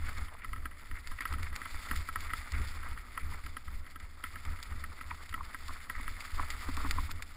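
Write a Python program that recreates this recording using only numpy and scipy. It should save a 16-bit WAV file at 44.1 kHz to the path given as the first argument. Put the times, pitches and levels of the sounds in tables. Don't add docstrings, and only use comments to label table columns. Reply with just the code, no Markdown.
import sys
import numpy as np
from scipy import signal
from scipy.fft import rfft, irfft, next_fast_len
from scipy.io import wavfile
from scipy.ndimage import uniform_filter1d

SR = 44100
rng = np.random.default_rng(int(sys.argv[2]) if len(sys.argv) > 2 else 0)


def generate_wav(signal):
    frames = np.transpose(np.atleast_2d(signal))
    scaled = np.clip(frames, -1, 1) * 32767
    pcm = np.round(scaled).astype(np.int16)
    wavfile.write(sys.argv[1], SR, pcm)


N = 324576
T = np.arange(N) / SR
SIZE = 2 * next_fast_len(N // 2 + SR)
FREQ = np.arange(SIZE // 2 + 1) * SR / SIZE

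# [full strength from t/s, length/s, sway level/dB, bounce relative to sway/dB]
BUMPS = [(0.0, 0.1, -39.5, -0.5), (0.178, 0.052, -40, 0.5), (0.485, 0.056, -44, -7),
         (0.556, 0.11, -45.5, 0.5), (0.91, 0.038, -42, -5.5), (1.094, 0.039, -41, -8),
         (1.309, 0.13, -41, 3), (1.498, 0.054, -43.5, -1), (1.738, 0.031, -41, -7.5),
         (1.919, 0.082, -39, 0.5), (2.13, 0.27, -45.5, -0.5), (2.547, 0.079, -39, 5), (2.7, 0.11, -44, -1),
         (2.867, 0.083, -42.5, -1), (3.231, 0.11, -40.5, 0), (3.453, 0.055, -45, -0.5),
         (3.682, .12, -42, -3.5), (4.007, 0.044, -52.5, 4), (4.287, 0.11, -52.5, 1),
         (4.475, 0.056, -39.5, -1), (4.703, 0.076, -44.5, 3.5), (4.82, 0.091, -48.5, 1),
         (5.056, .1, -51.5, 4), (5.317, 0.13, -47, 0.5), (5.633, 0.1, -44.5, -4), (5.97, 0.18, -42.5, -6),
         (6.346, 0.091, -37.5, -3.5), (6.52, 0.055, -42.5, -5.5), (6.68, 0.091, -40.5, 0),
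         (6.797, .25, -36.5, -1.5), (7.108, 0.095, -43.5, 0)]
BUMP_ATTACK_S, BUMP_RELEASE_S = 0.037, 0.035
SMOOTH_SWAY_DB, SMOOTH_BOUNCE_DB = -53, -55.5
# [f/Hz, level/dB]
SWAY_COLOUR = [(4, -17), (12, 12.5), (19, 2.5), (28, -4.5), (45, -7.5), (58, -19), (80, -19.5), (200, -48),
               (600, -62)]
# [f/Hz, level/dB]
BOUNCE_COLOUR = [(30, -23), (55, -5), (68, -0.5), (77, 3), (90, -9.5), (110, -21), (150, -27.5),
                 (260, -34.5), (600, -45.5), (2000, -92)]
# [f/Hz, level/dB]
DRONE_COLOUR = [(60, 0.5), (130, 3.5), (260, -4.5), (450, -6), (800, -8), (1300, -17.5), (3000, -51)]
# [t/s, crunch level/dB, crystal hiss level/dB]
BITE = [(0.0, -55.5, -65), (0.09, -49, -58), (0.33, -56, -66.5), (0.66, -60.5, -68), (1.03, -56, -64),
        (1.24, -53, -64), (1.5, -54, -63.5), (1.9, -47.5, -55.5), (2.08, -53, -58), (2.82, -50, -58),
        (3.08, -59.5, -69), (3.33, -51, -59.5), (3.6, -61, -67), (4.1, -62.5, -68.5), (4.24, -54.5, -62.5),
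        (5.6, -55.5, -62), (6.78, -48, -55), (7.36, -61, -66.5)]
PRESS_DB = -34.5
# [f/Hz, level/dB]
SNOW_COLOUR = [(60, -8), (200, -5.5), (550, -3.5), (1200, 0.5), (2200, -5), (3000, -9.5), (5000, -20),
               (10000, -13.5), (15400, -26)]
# [f/Hz, level/dB]
HISS_COLOUR = [(300, -20), (1500, -6), (3300, 0), (7500, -2.5), (10000, -12.5), (15400, -16.5)]
# [t/s, level/dB, length/s, centre f/Hz]
SCRUNCHES = [(0.073, -53, 0.018, 1610), (0.177, -52, 0.011, 1700), (0.323, -46, 0.0045, 730),
             (0.349, -54.5, 0.0065, 640), (.428, -55.5, 0.015, 2000), (0.971, -57, 0.019, 1700),
             (1.189, -46.5, 0.0036, 2020), (1.224, -45, 0.0083, 1930), (1.344, -52, 0.0077, 1710),
             (1.469, -51.5, 0.008, 1660), (2.306, -54, 0.016, 1700), (2.553, -50, 0.022, 1790),
             (2.869, -53, 0.017, 1300), (3.878, -60.5, 0.016, 1620), (4.01, -59, 0.0084, 1590),
             (4.489, -57.5, 0.009, 1500), (4.724, -61, 0.0092, 1590), (5.01, -56, 0.0046, 1910),
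             (5.111, -47.5, 0.0041, 1900), (5.955, -51, 0.01, 1540), (5.992, -58, .02, 1560),
             (6.863, -50, 0.0071, 1490)]
# [t/s, level/dB, scrape length/s]
GRIT = [(0.131, -40, 0.0068), (0.1825, -36.5, 0.008), (1.0734, -32, 0.011), (1.2075, -32, 0.0091),
        (1.277, -38.5, 0.007), (1.3274, -33, 0.0057), (1.4309, -29, 0.0056), (1.5563, -34, 0.01),
        (1.5621, -27.5, 0.0067), (1.9593, -34, 0.0064), (1.9626, -29.5, 0.0067), (2.2069, -32, 0.0089),
        (2.5206, -30.5, 0.0069), (2.83, -54, 0.0069), (3.4625, -37.5, 0.008), (4.0002, -39.5, 0.0096),
        (4.452, -35.5, 0.006), (4.602, -45, 0.008), (4.6286, -29.5, 0.0066), (4.6345, -35, 0.0078),
        (5.2934, -36, 0.008), (5.6825, -32, 0.015), (6.2063, -29.5, 0.0089), (6.504, -24, 0.015),
        (6.55, -46, 0.0073), (6.769, -28.5, 0.0056), (6.9106, -19, 0.0079), (7.11, -33, 0.013),
        (7.1144, -29, 0.0075), (7.224, -27.5, 0.009)]
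# [f/Hz, level/dB]
GRIT_COLOUR = [(60, -35), (200, -14), (550, -12), (1200, -4.5), (3000, -1), (7500, -1.5), (10000, -13),
               (15400, -17.5)]
# [t/s, level/dB]
CLACKS = [(0.167, -44), (0.2837, -43.5), (0.4457, -36), (0.532, -34.5), (0.5611, -41), (0.656, -32.5),
          (0.7123, -43.5), (0.9129, -38), (1.1162, -37), (1.1875, -44), (1.207, -33), (1.221, -37),
          (1.254, -28.5), (1.338, -33), (1.3836, -40), (1.5282, -41), (1.6163, -39), (1.6553, -35),
          (1.8515, -44), (1.9121, -26), (2.088, -31), (2.158, -28), (2.3036, -37), (2.3347, -27.5),
          (2.8313, -40.5), (2.975, -40), (3.176, -30.5), (3.4645, -39), (3.5679, -33.5), (3.6798, -43),
          (3.8656, -44), (3.9588, -39.5), (4.2393, -28), (4.3575, -36.5), (4.8402, -34), (5.011, -38.5),
          (5.3411, -31.5), (5.545, -33), (5.898, -30.5)]
# [f/Hz, level/dB, t60/s]
FITTING = [(256, -13.5, 0.027), (1027, -11, 0.029), (1307, -7.5, 0.029), (1605, -10.5, 0.037),
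           (1926, -8, 0.018), (2330, -11, 0.0067), (2910, -2.5, 0.0059), (3314, -16, 0.027),
           (4400, -13.5, 0.0022), (9130, -10, 0.0055), (10136, -18.5, 0.019), (10680, -17.5, 0.028),
           (13260, -23, 0.031), (14100, -21.5, 0.021)]
# [t/s, knock level/dB, low thump level/dB]
KNOCKS = [(2.861, -41, -56), (3.321, -41.5, -67), (5.113, -33.5, -53), (5.378, -40.5, -66),
          (5.408, -35.5, -62), (5.693, -36.5, -53), (5.997, -41, -47), (6.3959, -24.5, -44.5),
          (6.688, -38, -34.5), (6.773, -34, -43), (6.806, -39, -60), (6.848, -31, -35.5), (6.862, -41, -44),
          (6.984, -30, -42), (7.092, -39, -51)]
# [f/Hz, level/dB, t60/s]
FRAME = [(840, -6.5, 0.0079), (973, 0, 0.016), (1104, 0, 0.013)]
THUMP_HZ, THUMP_T60 = 272, 0.053
# [f/Hz, width/Hz, level/dB]
CASE = [(257.3, 88, 6.5), (963, 180, 3), (1287, 323, 10.5), (2047, 635, 13), (3540, 210, 5.5),
        (4680, 630, 5), (6020, 670, -18.0), (7280, 146, 4), (9960, 380, 11.5), (10770, 100, 11),
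        (11520, 360, -19), (12600, 670, -16), (13450, 110, 14), (14100, 1100, 9.5)]
TOP_HZ = 15500


def undb(db):
    return 10 ** (np.asarray(db) / 20)


def unit(x):
    return x / np.std(x)


def curves(table):
    times, *columns = np.transpose(table)
    return [np.interp(T, times, column) for column in columns]


def slope(points):
    hz, db = np.transpose(points)
    return np.interp(np.log(FREQ + 1), np.log(hz), db)


def response(db):
    cepstrum = irfft(np.log(undb(db)))
    cepstrum[1:SIZE // 2] *= 2
    cepstrum[SIZE // 2 + 1:] = 0
    return np.exp(rfft(cepstrum))


def through(x, h):
    return irfft(rfft(x, SIZE) * h)[:N]


def flutter(rate):
    hold = int(SR / rate)
    steps = np.repeat(rng.standard_normal(N // hold + 1), hold)
    slewed = uniform_filter1d(uniform_filter1d(steps, hold), hold)
    return unit(slewed[:N])


def grains(per_s, spread_db):
    size = undb(spread_db * np.minimum(rng.exponential(size=N), 4))
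    fires = rng.random(N) < per_s / SR
    return fires * size * rng.standard_normal(N)


def jolt(start, length):
    rise = np.clip((T - start) / BUMP_ATTACK_S + 1, 0, 1)
    return rise * np.exp(-np.maximum(T - start - length, 0) / BUMP_RELEASE_S)


def shaking():
    sway_power, bounce_power = undb(SMOOTH_SWAY_DB) ** 2, undb(SMOOTH_BOUNCE_DB) ** 2
    for start, length, db, bounce_db in BUMPS:
        bump = undb(db) * jolt(start, length)
        sway_power = sway_power + bump ** 2
        bounce_power = bounce_power + (bump * undb(bounce_db)) ** 2
    return np.sqrt(sway_power), np.sqrt(bounce_power)


def rocking(colour):
    noise = signal.hilbert(rng.standard_normal(SIZE))
    spectrum = np.fft.fft(noise)[:len(FREQ)] * undb(slope(colour))
    motion = np.fft.ifft(spectrum, SIZE)[:N]
    swing = np.sqrt(uniform_filter1d(np.abs(motion) ** 2, size=4200))
    return unit(motion.real / swing)


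def mount(sway, bounce, sway_db=5, bounce_db=0):
    swaying = rocking(SWAY_COLOUR) * sway * undb(sway_db)
    bouncing = rocking(BOUNCE_COLOUR) * bounce * undb(bounce_db)
    return swaying + bouncing


def drone(sway, level_db=-67, bump_db=-28, waver_db=1.5):
    noise = unit(through(rng.standard_normal(N), response(slope(DRONE_COLOUR))))
    level = np.hypot(undb(level_db), sway * undb(bump_db))
    return noise * level * undb(waver_db * flutter(rate=19))


def tyres(crunch_db, hiss_db, crunch_gain_db=-6.5, hiss_gain_db=0.0,
          clump_db=1.5, own_db=1.97, patchy_db=2.6, split_hz=1650):
    clumps = clump_db * flutter(rate=30)
    colour = response(slope(SNOW_COLOUR))
    soft = 1 / (1 + (FREQ / split_hz) ** 8)
    crunch = 0
    for share in (soft, 1 - soft):
        level_db = clumps + own_db * flutter(rate=60) + patchy_db * flutter(rate=140)
        cracks = grains(per_s=2200, spread_db=2.0) * undb(level_db)
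        crunch = crunch + through(cracks, colour * np.sqrt(share))
    crystals = grains(per_s=12000, spread_db=3) * undb(clumps / 2 + patchy_db * flutter(rate=70))
    hiss = through(crystals, response(slope(HISS_COLOUR)))
    return unit(crunch) * undb(crunch_db + crunch_gain_db) + unit(hiss) * undb(hiss_db + hiss_gain_db)


def scrunch(per_s=1300, width=0.4):
    out = np.zeros(N + SR)
    t = np.arange(-SR // 20, SR // 20) / SR
    for s, db, length, hz in SCRUNCHES:
        cracks = rng.standard_normal(len(t)) * (rng.random(len(t)) < per_s / SR)
        edges = [hz / (1 + width), hz * (1 + width)]
        band = signal.butter(2, edges, "bandpass", fs=SR, output="sos")
        collapse = unit(signal.sosfilt(band, cracks)) * np.exp(-np.abs(t) / length)
        start = max(int((s + t[0]) * SR), 0)
        out[start:start + len(t)] += undb(db) * collapse
    return out[:N]


def contact(events, clean_db, glance, lead):
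    push = np.zeros(N + SR)
    t = np.arange(-SR // 50, SR // 20) / SR
    for s, db, length in events:
        envelope = np.exp(-2 * np.maximum(t, -t / lead) / length)
        scrape = rng.standard_normal(len(t)) * envelope
        share = 1 / (1 + undb(glance * (db - clean_db)) ** 2)
        force = np.sqrt(share) * scrape / np.linalg.norm(scrape) + np.sqrt(1 - share) * (t == 0)
        start = max(int((s + t[0]) * SR), 0)
        push[start:start + len(t)] += undb(db) * force
    return push[:N]


def grit(crunch_db, gain_db=15, spray_db=-2, clean_db=-23):
    hits = undb(gain_db) * contact(GRIT, clean_db, glance=0.4, lead=0.29)
    spray = grains(per_s=16, spread_db=1) * undb(crunch_db + spray_db)
    return through(hits + spray, response(slope(GRIT_COLOUR)))


def ring(push, modes, vary_db=0):
    t, out = T[:SR // 10], 0
    for k, (hz, db, t60) in enumerate(modes):
        decay = np.exp(-np.log(1000) * t / t60)
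        tone = (-1) ** k * undb(db) * decay * np.cos(2 * np.pi * hz * t)
        drive = push * undb(vary_db * flutter(rate=20))
        out = out + signal.oaconvolve(drive, tone)[:N]
    return out


def fitting(crunch_db, gain_db=-1.5, chatter_db=-7, clean_db=-36, length=0.0091, tick_db=-8):
    clacks = [(s, db, length) for s, db in CLACKS]
    push = contact(clacks, clean_db, glance=0.42, lead=0.42)
    chatter = grains(per_s=34, spread_db=3.5) * undb(crunch_db + chatter_db)
    force = undb(gain_db) * push + chatter
    body = ring(force, FITTING, vary_db=1.0)
    tick = signal.sosfilt(signal.butter(2, 3500, "highpass", fs=SR, output="sos"), force)
    return body + undb(tick_db) * np.roll(tick, SR // 1000)


def blows(times, db):
    push = np.zeros(N)
    at = np.clip((np.asarray(times) * SR).astype(int), 0, N - 1)
    np.add.at(push, at, undb(db))
    return push


def swell(s, length):
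    return np.exp(-np.abs(T - s) / length)


def frame(knock_db=1, thump_db=-1, judder_db=-29, length=0.0092):
    times, knock, thump = np.transpose(KNOCKS)
    judder_level = sum(undb(db + judder_db) * swell(s, length) for s, db in zip(times, knock))
    judder = rng.standard_normal(N) * judder_level
    knocking = ring(blows(times, knock + knock_db) + judder, FRAME)
    thumping = ring(blows(times, thump + thump_db), [(THUMP_HZ, 0, THUMP_T60)])
    padding = signal.butter(2, 1800, fs=SR, output="sos")
    return signal.sosfilt(padding, knocking + thumping)


def scene():
    sway, bounce = shaking()
    press_db = 10 * np.log10(1 + (sway / undb(PRESS_DB)) ** 2)
    crunch_db, hiss_db = curves(BITE) + press_db
    snow = tyres(crunch_db, hiss_db) + scrunch()
    bike = mount(sway, bounce) + drone(sway) + grit(crunch_db) + fitting(crunch_db) + frame()
    case_db = sum(db * np.exp(-2 * ((FREQ - hz) / width) ** 2) for hz, width, db in CASE)
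    return through(snow + bike, response(case_db))[None]


def record(dry):
    return signal.sosfilt(signal.ellip(8, .2, 70, TOP_HZ, fs=SR, output="sos"), dry)


dry = scene()
out = record(dry)
generate_wav(out)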